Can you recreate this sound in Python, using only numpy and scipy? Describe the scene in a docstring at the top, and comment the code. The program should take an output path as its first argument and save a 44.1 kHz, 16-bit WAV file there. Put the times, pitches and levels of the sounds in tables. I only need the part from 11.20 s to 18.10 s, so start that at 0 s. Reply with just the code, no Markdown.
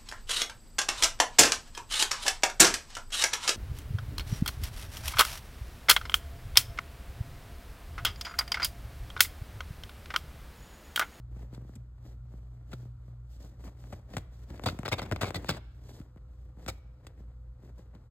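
"""Small rodent digging in towels

A small rodent digs into towels and stuffing in the corner of a room, close to a phone. Claws catch and rip
along the cloth: clicks and gritty noise, shaped stroke by stroke, ring a board below. Paws and the faintest
claw strokes thump the soft pile as filtered pushes; fabric rustles in swells of grainy noise. Household
machines hum in the background as wavering sines over a bed of coloured noise."""
import sys
import numpy as np
from scipy import signal
from scipy.fft import rfft, irfft, next_fast_len
from scipy.io import wavfile
from scipy.ndimage import uniform_filter1d

SR = 44100
rng = np.random.default_rng(int(sys.argv[2]) if len(sys.argv) > 2 else 0)


def generate_wav(signal):
    """Clip the signal to [-1, 1] and save it as 16-bit WAV at the path in sys.argv[1]."""
    frames = np.transpose(np.atleast_2d(signal))
    scaled = np.clip(frames, -1, 1) * 32767
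    pcm = np.round(scaled).astype(np.int16)
    wavfile.write(sys.argv[1], SR, pcm)


N = 304290
SIZE = next_fast_len(N + SR // 4)  # transform length, with room for late filter tails
HZ = np.arange(SIZE // 2 + 1) * SR / SIZE


def undb(db):
    """Turn decibels into an amplitude factor."""
    return 10 ** (np.asarray(db) / 20)


def over_hz(points):
    """Join (Hz, value) points on a log-frequency axis."""
    hz, value = np.transpose(points)
    return np.interp(np.log(HZ + 1), np.log(hz + 1), value)


def colour(x, points):
    """Causal minimum-phase filter through (Hz, dB) points that keeps the power of white input."""
    below = (points[0][0] / 2, points[0][1] - 20)
    above = (points[-1][0] * 2, points[-1][1] - 20)
    cepstrum = irfft(np.log(undb(over_hz([below, *points, above]))), SIZE)
    # fold the cepstrum forward in time
    cepstrum[1:SIZE // 2] *= 2
    cepstrum[SIZE // 2 + 1:] = 0
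    gain = np.exp(rfft(cepstrum))
    gain_rms = np.sqrt(np.mean(abs(gain) ** 2))
    return irfft(rfft(x, SIZE) * gain / gain_rms, SIZE)[:N]


def walk(rate):
    """Random levels held 1 / rate s and slewed; spread near 1."""
    hold = int(SR / rate)
    levels = np.repeat(rng.standard_normal(N // hold + 1), hold)
    return uniform_filter1d(levels, hold)[:N]


def grit(rate, spread_db, smooth, rarest):
    """Threads snapping loose: uneven clicks over fine friction noise, power 1."""
    timing, sign, size = rng.random((3, N))
    # small draws make the rare loud clicks; rarest caps them
    loudness = undb(-spread_db * np.log(size + rarest))
    clicks = (timing < rate / SR) * np.sign(sign - .5) * loudness
    x = clicks / np.std(clicks) + smooth * rng.standard_normal(N)
    return x / np.std(x)


# colour of the room's rumble and air: pitch_hz, level_db
RUMBLE_COLOUR = [(30, -26.5), (46, 5), (60, 1), (85, 1.5), (120, -7), (170, -14.5), (500, -39.5),
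                 (1400, -33.5), (1750, -50), (2400, -53), (4000, -48), (15000, -60)]
RUMBLE_DB = -53


def room_air():
    """Steady rumble and ventilation noise, wavering a little."""
    return undb(RUMBLE_DB + 1.3 * walk(3.5)) * colour(rng.standard_normal(N), RUMBLE_COLOUR)


# weaker steady tones, each fading in over a second: pitch_hz, level_db, fade_start_s
WEAK_TONES = [(54.4, -62, -6), (508, -76, 4)]
# the motor runs a little under the mains line and beats with it
MOTOR_HZ, BUZZ_HZ = 58.36, 119.8
MOTOR_DB, MAINS_DB, BUZZ_DB = -46.5, -56, -50
BEAT_S, BEAT_PEAK_S = 1.02, 3.24
HUM_FADE_DB_S = 1.14  # the buzz slowly fades at this rate, motor and mains half as fast


def hum_line(t, hz, db, phase):
    """One machine line: a sine whose level and phase waver."""
    level = np.sqrt(2) * undb(db + 0.98 * walk(15.0))
    return level * np.sin(2 * np.pi * hz * (t - BEAT_PEAK_S) + 0.5 * walk(4.8) + phase)


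def machines():
    """Motor and mains lines beat together, with a rougher buzz and weaker tones beside them."""
    t = np.arange(N) / SR
    fade_db = -HUM_FADE_DB_S * t
    phase = 2 * np.pi * rng.random()
    motor = hum_line(t, MOTOR_HZ, MOTOR_DB + .5 * fade_db, phase)
    mains = hum_line(t, MOTOR_HZ + 1 / BEAT_S, MAINS_DB + .5 * fade_db, phase)
    buzz = hum_line(t, BUZZ_HZ, BUZZ_DB + fade_db + 3.1 * walk(9.1), phase)
    tones = np.zeros(N)
    for hz, db, start in WEAK_TONES:
        tones += np.clip(t - start, 0, 1) * hum_line(t, hz, db, 2 * np.pi * rng.random())
    return motor + mains + buzz + tones


# rubs of cloth under the body: start_s, hold_s, rustle_db, hiss_db
CLOTH_RUBS = [(0.165, 0.063, -58.5, -70.5), (0.339, 0.025, -59, -69.5), (0.485, 0.0092, -66, -73.5),
              (0.534, 0.017, -66, -75), (0.864, 0.038, -62, -70.5), (1.105, 0.068, -66.5, -77.5),
              (1.233, 0.13, -71.5, -82), (1.517, 0.11, -62, -69.5), (1.867, 0.029, -68.5, -79.5),
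              (2.118, 0.048, -72.5, -70.5), (2.218, 0.044, -59, -65), (2.444, 0.03, -55, -63.5),
              (2.599, 0.17, -61.5, -70.5), (2.932, 0.063, -55.5, -66), (3.147, 0.091, -64, -71),
              (3.293, 0.054, -54.5, -67), (3.474, 0.024, -47, -55), (3.548, 0.065, -56, -66.5),
              (3.731, 0.014, -55, -62.5), (3.812, 0.19, -50.5, -67), (4.15, .2, -51.5, -65.5),
              (4.444, 0.15, -74.5, -81), (4.672, 0.12, -60.5, -66.5), (5.124, 0.13, -71.5, -81.5),
              (5.421, 0.027, -59, -69.5), (5.493, 0.047, -62.5, -68.5), (5.853, 0.019, -59, -76),
              (5.998, 0.017, -62.5, -77.5), (6.435, 0.052, -64, -77), (6.598, 0.0065, -64, -72),
              (6.756, 0.018, -64.5, -85)]


def rubs(db, rise_db_s, fall_db_s, rest_db):
    """Level of the sliding cloth: each rub swells, holds and dies away over a resting level."""
    t = np.arange(0, N, 32) / SR
    start, hold = np.transpose(CLOTH_RUBS)[:2, :, None]
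    before = np.maximum(start - t, 0)
    after = np.maximum(t - start - hold, 0)
    under_db = rise_db_s * before + fall_db_s * after
    power = np.sum(undb(db[:, None] - under_db) ** 2, axis=0) + undb(rest_db) ** 2
    return np.interp(np.arange(N) / SR, t, np.sqrt(power))


# colours of the grainy rustle, the finer hiss, and the low thump of pushed pile: pitch_hz, level_db
RUSTLE_COLOUR = [(150, 4), (300, 5.5), (600, 0.5), (1400, -14), (1850, -12), (2400, -18), (4000, -29)]
HISS_COLOUR = [(1800, -12), (3300, 0), (6000, 0), (11000, -8.5), (15000, -5)]
THUMP_COLOUR = [(40, -8), (62, -16), (88, 4), (160, -0.5), (300, -1.5), (500, -32.5)]


def cloth(shove_db=-1):
    """Fabric slides: a grainy rustle, a finer hiss and a low shove, all flickering together."""
    rustle_db, hiss_db = np.transpose(CLOTH_RUBS)[2:]
    flicker = undb(2.0 * walk(25) + 2.3 * walk(90))
    rustle = flicker * rubs(rustle_db, rise_db_s=188, fall_db_s=180, rest_db=-73.5)
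    hiss = flicker * rubs(hiss_db, rise_db_s=262, fall_db_s=252.5, rest_db=-100)
    fibres = grit(rate=700, spread_db=4.5, smooth=0.7, rarest=.03)
    fine_fibres = grit(rate=2300, spread_db=3.0, smooth=1.3, rarest=.01)
    shove = undb(shove_db) * rustle * rng.standard_normal(N)
    return (colour(rustle * fibres, RUSTLE_COLOUR) + colour(hiss * fine_fibres, HISS_COLOUR)
            + colour(shove, THUMP_COLOUR))


BENDING_MS = 2.198  # travel time of a bending wave at 1000 Hz


def bend(x):
    """Bending waves run as the root of frequency: a click arrives as a falling chirp, timed from its treble."""
    khz = HZ / 1000
    turn = np.pi * BENDING_MS * (4 * np.sqrt(khz) - khz)  # no delay at 4 kHz
    return irfft(rfft(x, SIZE) * np.exp(-1j * turn), SIZE)[:N]


# soft paw steps and the faintest claw strokes, each a dull push, before the press boost: start_s, level_db
SOFT_PUSHES = [(0.163, -43), (0.208, -47), (0.23, -41.5), (0.328, -39.5), (0.377, -37.5), (0.42, -44),
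               (0.448, -44), (0.493, -40), (0.85, -50.5), (1.138, -41.5), (1.629, -45.5), (1.654, -44),
               (1.88, -46.5), (2.24, -44), (3.545, -37), (4.708, -49), (4.961, -43), (5.371, -45.5),
               (6.004, -46.5), (6.434, -45), (6.499, -49), (6.593, -45)]
# dull colour of a soft push on the pile: pitch_hz, level_db
STEP_COLOUR = [(90, -9), (170, 1.5), (350, -8), (700, -21.5), (1500, -31)]


def steps(press_db=20):
    """Paws set down on the pile, and the faintest claw strokes land softly: one dull push each."""
    push = np.zeros(N)
    for s, db in SOFT_PUSHES:
        push[int(s * SR)] = undb(db + press_db)
    return bend(colour(push, STEP_COLOUR))


# claw strokes, last three relative to level_db: start_s, length_ms, level_db, thump_db, rasp_db, fizz_db
CLAW_STROKES = [(0.347, 3, -51.5, 0, -9.5, -9), (0.554, 7.9, -56.5, 14, -12, -2),
                (1.515, 9.4, -51, -2, -14, -17), (1.531, 5.2, -36.5, 3.5, -15, -18),
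                (2.441, 2, -49, 0.5, -38, -35), (2.468, 18, -52, 7, -44, -16),
                (2.64, 2.8, -51.5, 2.5, -25, -30), (2.724, 11, -43.5, 5.5, -35, -16.5),
                (2.934, 9, -44, 5, -15.5, -20), (2.9678, 3.6, -25, -2.5, -20, -16.5),
                (2.981, 2.8, -37, -15.5, -16, -13.5), (3.301, 6, -53.5, 18.5, -9.5, -16),
                (3.338, 12, -52, 5.5, -30.5, -31), (3.357, 8, -61, 2.5, -4, -15.5),
                (3.3772, 1.8, -51.5, 3, -14.5, -16.5), (3.3956, 2.6, -37, -17.5, -49, -39.5),
                (3.437, 3.1, -37.5, 3.5, -9.5, -10), (3.4593, 9.5, -27, 0.5, -8, -16),
                (3.474, 16, -40.5, -0.5, -2.5, -29), (3.492, 7.6, -38.5, -1.5, -9, -24),
                (3.525, 2.5, -49.5, 18.5, -24, -16.5), (3.5894, 2.8, -37, 8.5, -21, -15),
                (3.6323, 2.9, -35, -2.5, -47, -31), (3.6511, 8, -33, -4, -20, -31.5),
                (3.6593, 1.5, -37.5, -0.5, 2, -25), (3.668, 1.3, -36, -3, -20, -30),
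                (3.68, 2.2, -26.5, -5.5, -22, -17.5), (3.687, 1.7, -42, 4, 2.5, -9),
                (3.7161, 23.4, -27.5, -8.5, -15, -25), (3.7225, 1.5, -27.5, 1.5, -9, -28.5),
                (3.781, 14.4, -35, -4.5, -9, -22.5), (3.816, 21, -41, 2, -14, -19),
                (3.851, 10.4, -42.5, -0.5, -23.5, -28), (3.914, 0.85, -27, 0.5, -22, -26.5),
                (3.921, 7, -29, 4.5, -19.5, -26), (3.9616, 2, -33, -5.5, -15, -25.5),
                (4.0104, 15.9, -29, 2, -10.5, -11.5), (4.0321, 3.5, -24, -11.5, -18.5, -23.5),
                (4.0427, 2.8, -29, -16.5, -18, -22), (4.051, 30, -43.5, -2.5, -9, -13.5),
                (4.08, 16, -38.5, 0, -15, -18.5), (4.106, 1.9, -30.5, -12.5, -19, -20.5),
                (4.145, 4, -31, -3.5, -9.5, -13), (4.155, 12.5, -34, 5, -6, -17),
                (4.2453, 1.1, -36.5, -12, -24, -19.5), (4.257, 22, -58, 4, 1, -8.5),
                (4.2844, 26.6, -35.5, 5, -4.5, -11), (4.2919, 1.7, -24, -18.5, -9, -14.5),
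                (4.311, 68, -50.5, -2, -6, -17), (4.365, 11, -45.5, 3.5, -38, -20),
                (4.8, 2.5, -54.5, 17.5, -14, -17), (4.8145, 3.8, -54, -11, -23, -20),
                (4.972, 6, -57.5, -3, -29, -36), (5.463, 2.4, -39.5, 4, -13, -17),
                (5.4785, 22, -37, -4, -7, -7), (5.8682, 3, -43.5, -12.5, -11, -12.5),
                (6.75, 3.3, -56.5, 13, -15, -19)]
STROKE_MS = np.arange(SR // 8) * 1000 / SR  # time axis of one stroke
# modes of the board under the cloth, which rings briefly: pitch_hz, width_hz, level_db
BOARD_MODES = [(544, 160, -8.5), (1118, 230, -13), (1400, 180, -12), (2010, 88, -8), (2388, 88, -10),
               (3490, 40, -12), (4800, 83, -5.5)]


def board(force, spot_db=5, dull=1.0, wander_db=3, detune=0.1):
    """Claw force rings the board's resonances; every stroke lands on another spot."""
    ring = np.zeros(N + len(STROKE_MS))
    starts = [int(row[0] * SR) for row in CLAW_STROKES] + [N]
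    # the modes shift and wake unevenly from stroke to stroke
    chance = 2 * rng.random((len(CLAW_STROKES), len(BOARD_MODES), 2)) - 1
    wander = [undb(wander_db * walk(80)) for _ in BOARD_MODES]
    height = np.linspace(0, 1, len(BOARD_MODES))
    for row, start, stop, luck in zip(CLAW_STROKES, starts, starts[1:], chance):
        stop = min(stop, start + len(STROKE_MS))
        for (hz, width, db), (loud, shift), high, sway in zip(BOARD_MODES, luck, height, wander):
            hz = hz * np.exp(detune * shift)
            push = np.pad(force[start:stop] * sway[start:stop], (0, SR // 50))
            rung = signal.lfilter(*signal.iirpeak(hz, hz / width, SR), push)
            # a stroke with little rasp is dull and spares the high modes
            mode_db = db + spot_db * loud + dull * row[4] * high
            ring[start:start + len(rung)] += undb(mode_db) * np.sqrt(SR / np.pi / width) * rung
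    return ring[:N]


def threads():
    """Fine threads snapping under a claw, unsteady in level."""
    return grit(rate=1800, spread_db=2.0, smooth=0.32, rarest=.003) * undb(2.3 * walk(330))


# claw colours, from the low scrape up through rasp and fizz to the top sizzle: pitch_hz, level_db
SCRAPE_COLOUR = [(150, 2), (300, 8), (600, -0.5), (1000, -3), (1520, -8), (1850, -13.5), (2200, -12),
                 (3000, -17.5), (4500, -29)]
RASP_COLOUR = [(2000, -28.5), (3600, 4.5), (4800, -2.5), (5600, -15)]
FIZZ_COLOUR = [(5600, -5.5), (8000, -1.5), (10000, -8)]
SIZZLE_COLOUR = [(10500, -10), (12500, -5), (15000, 10)]


def claws(rise=0.086, tap_ms=8, sag_db=4, fall_ms=3.17, tail_db=-20, tail_ms=12, push_ms=6,
          bite_db=20.5, knock_db=24, sizzle_db=-4, bite_lost=0.65, knock_lost=0.4):
    """Each stroke bites with a click, sags while the claw drags, lets go and leaves a soft tail."""
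    ms = STROKE_MS
    scrape, rasp, fizz, thump, bite, knock = np.zeros((6, N + len(ms)))
    for s, length, db, thump_db, rasp_db, fizz_db in CLAW_STROKES:
        start = int(s * SR)
        at = slice(start, start + len(ms))
        after = np.maximum(ms - length, 0)
        attack = 1 - np.exp(-ms / (rise * length + 0.37))
        drag = undb(-sag_db * np.minimum(ms / length, 1)) * np.exp(-after / fall_ms)
        tail = undb(tail_db) * np.exp(-after / tail_ms)
        shape = attack * (drag + tail)
        # a short tap is nearly all click; a long drag is mostly friction
        drags = min(length / tap_ms, 1)
        scrape[at] += drags * undb(db) * shape
        rasp[at] += undb(db + rasp_db) * shape
        fizz[at] += undb(db + fizz_db) * shape
        thump[at] += drags * undb(db + thump_db) * np.exp(-after / push_ms)
        knock[start] += (1 - knock_lost * drags) * undb(db + thump_db + knock_db)
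        bite[start] += (1 - bite_lost * drags) * undb(db + bite_db)
    slips = grit(rate=700, spread_db=4.0, smooth=0.48, rarest=0.024) * undb(2.0 * walk(300))
    force = scrape[:N] * slips + bite[:N]
    scraping = bend(colour(force, SCRAPE_COLOUR) + board(force))
    rasping = colour(rasp[:N] * threads(), RASP_COLOUR)
    fizzing = colour(fizz[:N] * threads(), FIZZ_COLOUR)
    sizzling = undb(sizzle_db) * colour(np.sqrt(rasp * fizz)[:N] * threads(), SIZZLE_COLOUR)
    thumping = bend(colour(thump[:N] * slips + knock[:N], THUMP_COLOUR))
    return scraping + rasping + fizzing + sizzling + thumping


ROOM_DB, ROOM_T60_S, ROOM_TREBLE_T60_S = -24, 0.72, 0.25


def room(x):
    """Walls answer each scratch with a faint tail, different left and right; the treble dies first."""
    t = np.arange(SR // 2) / SR
    low, high = rng.standard_normal((2, 2, len(t)))
    low = signal.sosfilt(signal.butter(2, [500, 3500], "band", fs=SR, output="sos"), low)
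    tail = low * undb(-60 * t / ROOM_T60_S) + .5 * high * undb(-60 * t / ROOM_TREBLE_T60_S)
    tail = tail / np.linalg.norm(tail[0])
    return undb(ROOM_DB) * signal.fftconvolve(x[None], tail, axes=1)[:, :N]


# phase of left channel against right, climbing unevenly with frequency: pitch_hz, phase_rad
STEREO_PHASE = [(0, 0), (170, -.08), (520, -.2), (900, -.8), (1500, .2), (2330, 1.7), (4820, 2.0),
                (6200, 4.0), (6980, 6.1), (8180, 6.5), (9650, 9.3), (10900, 9.6), (11800, 12.5),
                (13400, 12.8), (14200, 15.5), (16100, 15.9)]
# level of left channel against right: pitch_hz, balance_db
BALANCE = [(60, 0), (200, .4), (380, 2), (750, 7), (1300, 4), (2100, 5), (3300, -2), (4700, -5), (6000, 0),
           (15000, 0)]
# strength of the sound that differs between the channels: pitch_hz, share (0-1)
DIFFUSE_SHARE = [(60, .0), (200, .03), (1400, .16), (2800, .42), (4000, .36), (7000, .22), (15000, .22)]


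def scene():
    """All layers reach both channels; a diffuse share, drawn independently, widens the stereo."""
    digging = claws() + steps()
    direct = rfft(digging + cloth() + room_air() + machines(), SIZE)
    # fresh draws of claws, cloth and air, added on the left and subtracted on the right
    diffuse = over_hz(DIFFUSE_SHARE) * rfft(claws() + cloth() + room_air(), SIZE)
    hz, phase = np.transpose(STEREO_PHASE)
    # each channel takes half of the level and phase difference
    half = undb(over_hz(BALANCE) / 2) * np.exp(.5j * np.interp(HZ, hz, phase))
    channels = np.array([(direct + diffuse) * half, (direct - diffuse) / half])
    return irfft(channels, SIZE)[:, :N] + room(digging)


FADE_OUT_S, TOP_HZ = 0.042, 16300


def record(dry):
    """The sound sinks at the very end; the phone cuts the top with a steep low-pass."""
    fade = np.clip((N - np.arange(N)) / SR / FADE_OUT_S, .15, 1)
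    return signal.sosfilt(signal.ellip(10, .2, 70, TOP_HZ, fs=SR, output="sos"), fade * dry)


dry = scene()
out = record(dry)
generate_wav(out)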